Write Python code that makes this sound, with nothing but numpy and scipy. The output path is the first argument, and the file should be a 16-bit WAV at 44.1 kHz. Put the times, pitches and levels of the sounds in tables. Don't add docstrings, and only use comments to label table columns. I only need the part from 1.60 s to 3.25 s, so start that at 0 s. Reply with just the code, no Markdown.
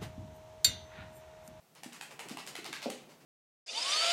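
import sys
import numpy as np
from scipy import signal
from scipy.fft import rfft, irfft, next_fast_len
from scipy.io import wavfile
from scipy.ndimage import map_coordinates

SR = 44100
rng = np.random.default_rng(int(sys.argv[2]) if len(sys.argv) > 2 else 0)


def log_audio(samples):
    frames = np.atleast_2d(samples).T
    limited = np.clip(frames, -1, 1)
    pcm = np.round(limited * 32767).astype(np.int16)
    wavfile.write(sys.argv[1], SR, pcm)


N = 72765


def amp(db):
    return 10 ** (np.asarray(db) / 20)


def unit(x):
    return x / np.sqrt(np.mean(x ** 2) + 1e-20)


def along(points, hz):
    frequencies, values = np.transpose(points)
    return np.interp(np.log(hz + 1), np.log(frequencies + 1), values)


def wobble(rate_hz):
    knots = rng.standard_normal(int(N * rate_hz / SR) + 4)
    return map_coordinates(knots, [np.arange(N) * rate_hz / SR])


def coloured(x, spectrum, body_db=0, rasp_db=0, treble_db=0):
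    size = 2 * next_fast_len(N)
    hz = np.fft.rfftfreq(size, 1 / SR)
    tilt_db = along([(850, body_db), (1400, 0), (2500, 0), (4200, rasp_db), (7500, treble_db)], hz)
    cepstrum = irfft(np.log(unit(amp(along(spectrum, hz) + tilt_db))))
    cepstrum[1:size // 2] *= 2
    cepstrum[size // 2 + 1:] = 0
    return irfft(rfft(x, size) * np.exp(rfft(cepstrum)))[:N]


def add(track, start_s, x):
    i = max(0, round(start_s * SR))
    track[i:i + len(x)] += x[:N - i]


# frequency_hz, t60_s
ROOM_DECAY = [(150, 0.32), (500, 0.32), (2500, 0.53), (7000, 0.42), (14000, 0.23)]
def in_room(x, tail_db, ceiling_db):
    gap_s, build_s, ceiling_s = 0.0014, 0.0063, 0.0087
    hz, t, noise = signal.stft(rng.standard_normal(SR // 2), SR, nperseg=256)
    tail = signal.istft(noise * amp(-60 * t / along(ROOM_DECAY, hz)[:, None]), SR)[1]
    tail *= np.clip((np.arange(len(tail)) / SR - gap_s) / build_s, 0, 1)
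    response = amp(tail_db) * tail / np.linalg.norm(tail)
    response[0] += 1
    response[round(ceiling_s * SR)] += amp(ceiling_db)
    return signal.fftconvolve(x, response)[:N]


# frequency_hz, level_db
HISS_SPECTRUM = [(25, -16), (45, -22), (80, -14), (150, 4.5), (300, -11.5), (600, 0.5), (1600, -8.5),
                 (5000, -12.5), (10000, -14.5), (15500, -15.5)]
def room_hiss(level_db=-67.5):
    return amp(level_db) * unit(coloured(rng.standard_normal(N), HISS_SPECTRUM))


# time_s, level_db
SHUFFLE_ENVELOPE = [(0, -75), (.12, -71), (.25, -65.5), (.55, -61), (.75, -56.5), (1.1, -60.5), (1.35, -64),
                    (1.45, -61), (1.65, -63)]
# frequency_hz, level_db
SHUFFLE_SPECTRUM = [(25, -25), (70, -20), (100, -18), (145, 1.5), (200, -2), (400, -5.5), (700, -7),
                    (1200, -15), (4000, -32.5)]
def shuffle():
    times_s, levels_db = np.transpose(SHUFFLE_ENVELOPE)
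    level_db = np.interp(np.arange(N) / SR, times_s, levels_db) + 1.93 * wobble(rate_hz=30.34)
    return amp(level_db) * unit(coloured(rng.standard_normal(N), SHUFFLE_SPECTRUM))


# frequency_hz, level_db, t60_s
FLOOR_MODES = [(148, -10, 0.37), (242.4, 7.5, 0.22), (307.4, 1.5, 0.24), (372, -12, 0.66),
               (427.8, -1, 0.36), (500, 1, 0.095), (550, -12, 0.1), (636, -5, 0.16), (808, 0.5, 0.23)]
# start_s, level_db, pitch_hz, rise_s
PAW_BLOWS = [(0.2596, -40, 234, 0.0021), (.2870, -55, 243, 0.0039), (.6570, -45.5, 370, .003),
             (0.7095, -37, 234, .004), (.7110, -44, 390, 0.0012), (.7440, -45.5, 240, .004),
             (.9865, -41, 365, 0.0028), (1.0870, -44.5, 367, 0.0033), (1.102, -44.5, 313, 0.0022),
             (1.2587, -26.5, 540, 0.00075), (1.2614, -33, 259, 0.0045), (1.2660, -31, 556, 0.0009),
             (1.2795, -33, 521.5, 0.0032), (1.2920, -43, 226, 0.0038), (1.2935, -42.5, 772, 0.004),
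             (1.4730, -52, 257, 0.0014), (1.4890, -54.5, 558, 0.003), (1.5260, -63, 402, 0.0038)]
def paw_thumps():
    reach_octaves, ring_db, low_cut_hz = 0.48, -17.5, 150
    out, t = np.zeros(N), np.arange(SR // 2) / SR
    for start_s, level_db, pitch_hz, rise_s in PAW_BLOWS:
        ring = np.zeros(len(t))
        for mode_hz, mode_db, t60_s in FLOOR_MODES:
            coupling = np.exp(-.5 * (np.log2(mode_hz / pitch_hz) / reach_octaves) ** 2)
            phase = 2 * np.pi * mode_hz * t + rng.normal(0, 0.71)
            ring += amp(mode_db - 60 * t / t60_s) * coupling * np.sin(phase)
        knock = t / rise_s * np.exp(1 - t / rise_s) * np.sin(2 * np.pi * pitch_hz * t)
        thump = knock + amp(ring_db) * (1 - np.exp(-t / rise_s)) * ring
        add(out, start_s, amp(level_db) * in_room(thump, tail_db=-3.5, ceiling_db=-14))
    return signal.sosfilt(signal.butter(4, low_cut_hz, "high", fs=SR, output="sos"), out)


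# frequency_hz, level_db
TICK_SPECTRUM = [(200, -44), (1000, 2.5), (2500, 9.5), (5000, 4), (9000, -1.5), (16000, -13.5)]
# start_s, level_db, treble_db
TIP_IMPACTS = [(.1522, -56, 15), (0.2443, -46, 2.5), (.3240, -52, -10), (0.3327, -50, 8), (0.422, -58, 5),
               (.6020, -44.5, -4), (.6870, -44, 6), (0.696, -45.5, 3.5), (0.8667, -45, 9),
               (.8753, -41, 2.5), (.9648, -43, 1), (1.0450, -40.5, 1), (1.0637, -41, 1.5),
               (1.2204, -43.5, -5.5), (1.2290, -42, -0.5), (1.3045, -43, 11.5)]
def ticks():
    lead_s, crackle_db = 0.0021, -1
    energy_s = 0.0014
    out, t = np.zeros(N), np.arange(N) / SR
    for start_s, level_db, treble_db in TIP_IMPACTS:
        crackle = rng.standard_normal(N) * (t < 2 * lead_s)
        click = amp(crackle_db) * crackle / np.linalg.norm(crackle)
        click[round(lead_s * SR)] += 1
        tick = np.sqrt(energy_s * SR) * coloured(click, TICK_SPECTRUM, treble_db=treble_db)
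        add(out, start_s - lead_s, amp(level_db) * tick)
    return in_room(out, tail_db=-1, ceiling_db=-17)


# frequency_hz, level_db
SCUFF_SPECTRUM = [(100, -57.5), (400, -7.5), (750, -2), (1100, 2), (1550, 1), (2100, 2.5), (2700, 3),
                  (3500, -3.5), (5000, -2), (8000, -4.5), (12000, -12.5), (16000, -23)]
# start_s, level_db, hold_s, body_db, rasp_db, treble_db
SCUFF_STROKES = [(0.152, -59, 0.029, 6.5, 4, -5.5), (0.24, -57, 0.016, 10, -21, -3),
                 (0.323, -53.5, 0.039, 1.5, -0.5, 0), (0.417, -52.5, 0.017, 2.5, -18, 6),
                 (0.506, -52, 0.018, 8, -3.5, -2.5), (0.595, -46.5, 0.013, 6.5, -25, -0.5),
                 (0.69, -49, 0.032, 9.5, 2, -0.5), (0.779, -48, 0.02, -1, 1.5, -2.5),
                 (0.87, -47, 0.015, 9, 8, 7.5), (0.964, -48, 0.016, -6, -2, -2.5),
                 (1.049, -45, 0.019, 13, 10, -2.5), (1.133, -45.5, 0.028, -31, 1.5, -8),
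                 (1.222, -45.5, 0.02, 13, 10, 1.5), (1.308, -50, 0.008, -8, 3, -15),
                 (1.490, -60.5, 0.029, 8, 3.5, 0.5), (1.601, -66, 0.023, -7, 1, -1.5)]
def coat_scuffs():
    rise_s, t60_s, grain_db = 0.005, 0.15, 3
    out, t = np.zeros(N), np.arange(N) / SR
    for start_s, level_db, hold_s, body_db, rasp_db, treble_db in SCUFF_STROKES:
        envelope = np.minimum(t / rise_s, 1) * amp(-60 * np.maximum(t - hold_s, 0) / t60_s)
        fibres = rng.standard_normal(N) * amp(grain_db * wobble(rate_hz=3600))
        rub = unit(coloured(fibres, SCUFF_SPECTRUM, body_db, rasp_db, treble_db))
        add(out, start_s, amp(level_db) * envelope * rub)
    return in_room(out, tail_db=-5, ceiling_db=-17)


# frequency_hz, level_db
SLAP_SPECTRUM = [(30, -14), (100, -20), (350, -12), (550, -3.5), (800, 1.5), (1100, 3.5), (1550, 0.5),
                 (2400, 3.5), (4000, -3.5), (7500, -6), (11000, -10), (16000, -28)]
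# delay_s, level_db
EAR_CONTACTS = [(.0003, -6), (.0021, 0.5), (.0029, -13.5)]
# start_s, level_db, body_db, treble_db
EAR_SLAPS = [(0.2334, -42, 9, 6), (0.4105, -39, 2, -4), (0.5923, -40.5, 5.5, -3), (0.7709, -39.5, 6, -1.5),
             (0.9528, -38.5, 1.5, -2.5), (1.1282, -36, -1, -3.5), (1.3002, -40, -3, 4)]
def ear_slaps():
    slap_s, scatter_s = 0.0041, 0.00006
    out, t = np.zeros(N), np.arange(N) / SR
    for start_s, level_db, body_db, treble_db in EAR_SLAPS:
        patter = rng.standard_normal(N) * (t < slap_s)
        pressure = patter / np.linalg.norm(patter)
        for k, (delay_s, contact_db) in enumerate(EAR_CONTACTS):
            contact_s = abs(delay_s + scatter_s * rng.normal())
            pressure[round(contact_s * SR)] += (-1) ** k * amp(contact_db)
        slap = coloured(pressure, SLAP_SPECTRUM, body_db, treble_db / 2, treble_db)
        slap *= np.sqrt(slap_s * SR) / np.linalg.norm(slap)
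        add(out, start_s, amp(level_db) * in_room(slap, tail_db=-1, ceiling_db=-17))
    return out


def scene():
    return (room_hiss() + ear_slaps() + ticks() + coat_scuffs() + paw_thumps() + shuffle())[None]


def record(dry):
    cutoff_hz = 16000
    size = 2 * next_fast_len(N)
    passband = np.fft.rfftfreq(size, 1 / SR) < cutoff_hz
    return irfft(rfft(dry, size) * passband, size)[..., :N]


dry = scene()
out = record(dry)
log_audio(out)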